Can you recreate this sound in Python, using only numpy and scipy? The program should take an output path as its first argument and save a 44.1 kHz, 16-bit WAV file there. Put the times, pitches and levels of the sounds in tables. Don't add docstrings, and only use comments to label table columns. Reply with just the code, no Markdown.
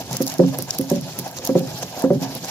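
import sys
import numpy as np
from scipy import signal
from scipy.fft import rfft, irfft, next_fast_len
from scipy.io import wavfile
from scipy.ndimage import uniform_filter1d, map_coordinates

SR = 44100
rng = np.random.default_rng(int(sys.argv[2]) if len(sys.argv) > 2 else 0)


def gain_from_db(level_db):
    decades = np.asarray(level_db, float) / 20
    return 10 ** decades


def master_out(mix):
    frames = np.transpose(np.atleast_2d(mix))
    ceiling = np.clip(frames, -1, 1)
    pcm = np.round(ceiling * 32767).astype(np.int16)
    wavfile.write(sys.argv[1], SR, pcm)


N = 110250
TIME_S = np.arange(N) / SR


def unit(x):
    return x / np.sqrt(np.mean(x ** 2) + 1e-20)


def along(points, hz):
    f, v = np.transpose(points)
    return np.interp(np.log(hz + 1), np.log(f + 1), v)


def wobble(rate_hz):
    return map_coordinates(rng.standard_normal(400), [TIME_S * rate_hz])


def filtered(x, response):
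    m = next_fast_len(x.shape[-1] + 1024)
    spectrum = rfft(x, m) * response(np.fft.rfftfreq(m, 1 / SR))
    return irfft(spectrum, m)[..., :x.shape[-1]]


# f/Hz, correlation [0-1]
PORT_LIKENESS = [(60, 1), (500, 0.92), (1500, 0.87), (4000, 0.057), (12000, 0.2)]


def pair(a, b, colour):
    def response(hz):
        angle = np.arccos(np.clip(along(PORT_LIKENESS, hz), -1, 1)) / 2
        return gain_from_db(along(colour, hz)) * [np.cos(angle), np.sin(angle)]

    mid, side = filtered(np.array([a, b]), response)
    return unit(np.array([mid + side, mid - side]))


def patchy(depth_db):
    z = signal.stft(rng.standard_normal((2, N)), nperseg=256)[2]
    field = rng.standard_normal(z.shape[1:])
    field = uniform_filter1d(field, size=12, axis=0)
    field = uniform_filter1d(field, size=8, axis=1)
    return signal.istft(z * gain_from_db(depth_db * unit(field)), nperseg=256)[1][:, :N]


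def swell_db(events, column):
    return sum(e[column] * np.exp(-((TIME_S - e[0]) / e[1]) ** 2) for e in events)


# f/Hz, t60/s
ROOM_DECAY = [(150, 0.57), (1000, 0.3), (8000, 0.46)]


def kitchen(x):
    hz, t, z = signal.stft(rng.standard_normal((2, SR // 2)), SR, nperseg=256)
    decay = gain_from_db(-60 * t / along(ROOM_DECAY, hz)[:, None])
    tail = signal.istft(z * decay, SR, nperseg=256)[1]
    tail = tail / np.linalg.norm(tail[0])
    late = np.pad(x, (200, 0))
    return signal.fftconvolve(late[None], tail, axes=1)[:, :N]


# t/s, half length/s, level/dB
BASE_THUMPS = [
    (0.15, 0.017, 4.5),
    (0.61, 0.023, 3.5),
    (1.207, 0.02, 9.5),
    (1.287, 0.018, 4),
    (1.842, 0.027, 5),
    (2.42, .03, 3),
    (1.68, 0.065, 6.5),
]
# f/Hz, level/dB per Hz
RUMBLE_COLOUR = [(18, -72), (30, -30), (125, 0), (270, -11), (450, -17), (580, -53), (990, -120)]


def rumble():
    level_db = 6.5 + swell_db(BASE_THUMPS, 2) + 1.66 * wobble(10.68)
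    return gain_from_db(level_db) * pair(*patchy(1.7), RUMBLE_COLOUR)


# f/Hz, light-knock level/dB, heavy-knock level/dB, t60/s,
# change/dB per unit of lean, left over right/dB
BOWL_MODES = [(134.7, -19, -12, 0.68, -1, 2), (150.6, -28, -12.5, 0.52, -5.5, -0.5),
              (179.3, -15, -4, 0.37, -1.5, 3), (234.2, -1.5, -10.5, 0.19, 8.5, -0.5),
              (268.6, -1.5, -7.5, 0.38, -5.5, -2), (348.6, -11, -1, 0.12, -2, -4),
              (397, -13.5, -3.5, 0.14, 2, -1.5), (484.5, -4.5, -2, 0.041, -5.5, -8),
              (528.2, -3.5, -0.5, 0.16, -4.5, 1), (569.4, -25.5, -8.5, 0.15, 9, -2.5),
              (595, -24.5, -10, 0.12, -1, -11), (701, -21.5, -7, 0.037, -0.5, -1.5),
              (780, -19.5, -11.5, 0.052, 1, 5), (966, -32, -20, 0.057, .1, 3)]


def bowl_response(hz):
    total = 0
    for k, (mode_hz, _, heavy_db, t60, *_) in enumerate(BOWL_MODES):
        width_hz = 2.7 / t60
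        resonance = 1j * hz * width_hz / (mode_hz ** 2 - hz ** 2 + 1j * hz * width_hz)
        total = total + (-1) ** k * gain_from_db(heavy_db) * resonance
    return total


def rattle():
    ringing = unit(filtered(rng.standard_normal(N), bowl_response))
    return gain_from_db(-11.5 + 3.2 * wobble(8.4)) * ringing


def groan():
    centre_hz, drift_hz, width_hz = 704, 69.97, 60
    cycles = np.cumsum(centre_hz + drift_hz * wobble(7)) / SR
    return unit(wobble(width_hz) * np.sin(2 * np.pi * cycles))


# f/Hz, level/dB per Hz
GROWL_COLOUR = [(300, -37), (480, -7.5), (700, -1), (950, -6.5), (1300, -28), (1700, -12), (2800, -120)]


def growl():
    return pair(*patchy(3.6), GROWL_COLOUR) + gain_from_db(-9.5) * groan()


GRAIN_BANDS = [2680, 4320, 5540, 7000, 9800, 12900, 14600]


def grains():
    per_s, spread_db, width_octaves = 300, 2.5, 0.47
    chance, size = rng.random((2, len(GRAIN_BANDS), 2, N))
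    ticks = (chance < per_s / SR) * gain_from_db(-spread_db * np.log(size + 0.0075))
    ticks = ticks * rng.standard_normal(ticks.shape)
    centre_hz = np.array(GRAIN_BANDS)[:, None, None]

    def band(hz):
        return np.exp(-(np.log2((hz + 1) / centre_hz) / width_octaves) ** 2)

    return filtered(ticks, band).sum(0)


# f/Hz, level/dB per Hz
GRIT_COLOUR = [(650, 1.5), (1100, -4.5), (1750, -7.5), (5500, -1.5), (7130, -5.5), (8460, -17),
               (12400, -9.5), (15200, -16.5), (16500, -42)]


def grit():
    hiss = pair(*patchy(2.82), GRIT_COLOUR)
    hiss = hiss + gain_from_db(-6) * pair(*grains(), GRIT_COLOUR)
    return filtered(hiss, lambda hz: hz < 15700)


# t/s, rubbing level/dB, pressing level/dB
TURNING = [
    (0.0, -43, -41.5),
    (1.2, -45, -45),
    (1.87, -43, -45),
    (2.08, -48, -43),
    (2.5, -41, -44.5),
]
# t/s, half length/s, grit swell/dB, growl swell/dB
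CRUSHED_HEAPS = [(0.009, 0.013, 9.5, 9), (0.135, 0.036, 10, 9.5), (0.219, 0.019, 7.5, 1),
                 (0.306, 0.038, 9.5, 7), (0.35, 0.018, 0.5, 6), (0.485, 0.011, 5, 8.5),
                 (0.545, 0.013, 8, 13.5), (0.594, 0.016, 5, 11), (0.693, 0.012, 7, 6),
                 (0.743, 0.022, 7.5, 6.5), (0.825, 0.021, 3, 2), (0.92, 0.044, 5.5, 8.5),
                 (0.947, 0.014, 1, 0), (1.01, 0.0081, -2, -1), (1.119, 0.065, 5, 3),
                 (1.19, 0.021, 5.5, 8.5), (1.27, 0.029, 5.5, 10.5), (1.374, 0.017, 8, -5),
                 (1.46, 0.035, 6.5, 10.5), (1.582, 0.019, 6, 7), (1.705, 0.035, 5.5, 8),
                 (1.782, 0.042, 6.5, 8), (1.831, 0.0057, 9, 13), (1.887, 0.021, 3.5, 4.5),
                 (2.001, 0.055, 10.5, 15.5), (2.147, 0.017, 5, 5), (2.297, 0.04, 4, 7),
                 (2.231, 0.019, 12.5, 9), (2.368, 0.026, 6, 9), (2.447, 0.014, 9, 15.5),
                 (2.49, 0.02, 7, 15)]


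def grinding():
    t, rub_db, press_db = np.transpose(TURNING)
    grit_db = np.interp(TIME_S, t, rub_db) + 3 + swell_db(CRUSHED_HEAPS, 2) + 0.56 * wobble(44.7)
    growl_db = swell_db(CRUSHED_HEAPS, 3) + 2.2 * wobble(30.43)
    weight_db = np.interp(TIME_S, t, press_db) - 1
    low = gain_from_db(growl_db) * growl() + rattle() + rumble()
    return gain_from_db(grit_db) * grit() + gain_from_db(weight_db) * low


# t/s, level/dB, bright share/dB
CRACKED_HUSKS = [(.1304, -22, -3.5), (.169, -18, -4.5), (0.173, -25, 1), (0.218, -21, 0),
                 (0.223, -18, -2.5), (0.228, -22, 3), (.2598, -35, 0), (0.2673, -16.5, -2.5),
                 (0.276, -22, -13), (0.28, -19.5, -3.5), (.2998, -25.5, -10), (0.3404, -23.5, -1),
                 (0.5874, -17, -0.5), (0.6244, -19, -0.5), (0.7079, -10.5, -19), (0.7095, -30, -15),
                 (0.7843, -24.5, -6), (.787, -14, -0.5), (.813, -20.5, 0), (0.9017, -18, -1.5),
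                 (1.1898, -18.5, -0.5), (1.196, -21, -1), (1.3876, -26, -16), (1.45, -18, -0.5),
                 (1.4535, -18.5, -2.5), (1.4742, -18.5, -2.5), (1.594, -25.5, -1), (2.352, -21.5, 1),
                 (2.4474, -26, -34), (2.4959, -40, -12),
                 (0.0132, -33, -1), (0.112, -26, -11), (0.1486, -36, 2), (0.3213, -26, -2),
             (0.384, -26.5, -3.5), (0.749, -28, 3), (0.917, -25.5, -1), (1.0123, -27.5, -1.5),
             (1.279, -31, -1.5), (1.3693, -30.5, 0.5), (1.4639, -26, -2), (1.467, -24, -3.5),
             (1.5785, -30, -10), (1.788, -29, 2), (1.83, -29, -2), (2.022, -24.5, -0.5), (2.2243, -27, -4),
             (2.2375, -32, 0), (2.3745, -31, 11), (2.4576, -33, 1), (0.4637, -30.5, -20), (0.898, -29, -11),
             (.96, -29, -8), (1.314, -32, -1), (1.3483, -41, -10), (1.6754, -33, -20), (1.826, -33, 2),
             (1.865, -39, -13), (1.994, -29.5, 6), (2.003, -34, 4), (2.1333, -39, 0), (2.2128, -33, -14)]
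# f/Hz, level/dB
DULL_SNAP = [(1500, -60), (3000, -20), (5800, -1.5), (7500, -8), (8600, -44), (10000, -28)]
# f/Hz, level/dB
BRIGHT_SNAP = [(7500, -16.5), (9000, -8.5), (11500, -0.5), (14500, -2.5), (15800, -11), (16800, -46)]


def husks():
    rise_s, snap_t60, spray_t60, spray_db = 0.00065, 0.0032, 0.024, -13.5
    t = np.arange(SR // 20) / SR - 0.012
    snap_shape = np.where(t < 0, np.exp(-(t / rise_s) ** 2), gain_from_db(-60 * abs(t) / snap_t60))
    shape = snap_shape + gain_from_db(spray_db - 60 * abs(t) / spray_t60)
    out = np.zeros((2, N + SR))
    for at, db, bright_db in CRACKED_HUSKS:
        n = rng.standard_normal((4, len(t))) * shape
        bright = np.clip(gain_from_db(bright_db), 0, 1)
        dull = np.sqrt(1.02 - bright ** 2)
        snap = dull * pair(n[0], n[1], DULL_SNAP) + bright * pair(n[2], n[3], BRIGHT_SNAP)
        start = round((at + t[0]) * SR)
        out[:, start:][:, :len(t)] += gain_from_db(db + 9) * snap / abs(snap).max()
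    return out[:, :N]


# t/s, peak level/dB, weight [0 light - 1 full], hardness/dB per octave, lean [-1 to 1]
ROLLER_KNOCKS = [(.106, -35, 0.8, -24, 0.14), (0.13, -23.5, 0.52, -4, 0.27), (.204, -6, 0.29, 0, 0.11),
                 (.393, -1.5, 1, 0.5, -0.67), (0.4376, -10, 0.37, 1.5, -0.36),
                 (.586, -23.5, 0.85, 3.5, 0.13), (.794, -9.5, 0.29, -3.5, 0.057), (.913, -6, 0.95, -3, 1),
                 (.962, -17, 0.46, -11, 0.78), (1.011, -28.5, 0.75, -9, 0), (1.186, -24.5, 1, -4, 0),
                 (1.263, -33.5, 0.75, -4, -0.15), (1.381, -38, 0.4, 14.5, -0.16),
                 (1.428, -27.5, 0.1, 4, -0.17), (1.491, -5, 0.2, 2, -0.037), (1.552, -3, 1, 0, -0.18),
                 (1.605, -15, 0.45, 0, 0.34), (1.823, -28, 0.5, 6.5, 0), (1.972, -26, .3, -1, 0.12),
                 (2.039, -3, 0.1, 2.5, -0.072), (2.104, -3, 1, -1.5, 0.91), (2.152, -19.5, 0.9, -4, -0.26),
                 (2.216, -19.5, 0.17, -8, -0.93), (2.352, -23, 0, 1, 0.25), (2.432, -29, .6, -1, 0.18)]
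MODE_SIGNS = [-1, -1, 1, 1, 1, 1, -1, 1, -1, -1, 1, -1, 1, -1]
# f/Hz, level/dB
EDGE_COLOUR = [(500, -40), (900, -6), (1200, 3), (1500, -6), (2100, -11.5), (3000, -42)]


def knocks():
    contact_s, rise_s = 0.0015, 0.001
    free_s, settle_s, damped_db = 0.02, 0.001, -1.5
    rock_db, scatter_db = 4.5, 1.28
    edge_db, edge_t60 = -24.5, 0.059
    t = np.arange(SR // 3) / SR
    hz, light, heavy, t60, leaning, pan_db = np.transpose(BOWL_MODES)[:, :, None]
    settled = (1 + np.tanh((t - free_s) / settle_s)) / 2
    rise = 1 - np.exp(-(t / rise_s) ** 2)
    modes = np.array(MODE_SIGNS)[:, None] * np.sin(2 * np.pi * hz * (t - contact_s)) * rise
    pan = gain_from_db(np.array([[1], [-1]]) * pan_db.T / 2)
    out = np.zeros((2, N + SR))
    for at, db, weight, hard_db, lean in ROLLER_KNOCKS:
        chance = rng.standard_normal((len(BOWL_MODES), 16))
        knots = np.linspace(0, t[-1], 16)
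        waver = np.array([np.interp(t, knots, row) for row in chance])
        level = light + np.clip(weight, 0, 1) * (heavy - light)
        level = level + lean * leaning + hard_db * np.log2(hz / 300)
        level = level + scatter_db * chance[:, :1] - 60 * t / t60
        level = level + settled * (damped_db * np.minimum(hz / 400, 1) + rock_db * waver)
        ring = pan @ (gain_from_db(level) * modes)
        edge = pair(*rng.standard_normal((2, len(t))), EDGE_COLOUR)
        edge = gain_from_db(edge_db + 2 * hard_db - 60 * t / edge_t60) * edge
        out[:, round(at * SR):][:, :len(t)] += gain_from_db(db - 6.5) * (ring + edge)
    return out[:, :N]


def scene():
    hits = knocks() + husks()
    return hits + gain_from_db(-14) * kitchen(hits.mean(0)) + grinding()


def microphone(x):
    lag_s, left_db = 0.00011, -1.5
    low_cut_hz, top_hz = 58, 16800
    side = np.array([[1], [-1]])

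    def response(hz):
        low_cut = (1j * hz / (low_cut_hz + 1j * hz)) ** 3
        dip = gain_from_db(-1.5 * np.exp(-((hz - 8530) / 490) ** 2))
        port = gain_from_db(side * left_db / 2) * np.exp(1j * np.pi * hz * lag_s * side)
        return port * low_cut * dip * (hz < top_hz)

    return filtered(x, response)


def low_pass(x):
    return signal.sosfilt(signal.butter(12, 16800, fs=SR, output="sos"), x)


def record(dry):
    mix = microphone(dry)
    return low_pass(mix)


dry = scene()
out = record(dry)
master_out(out)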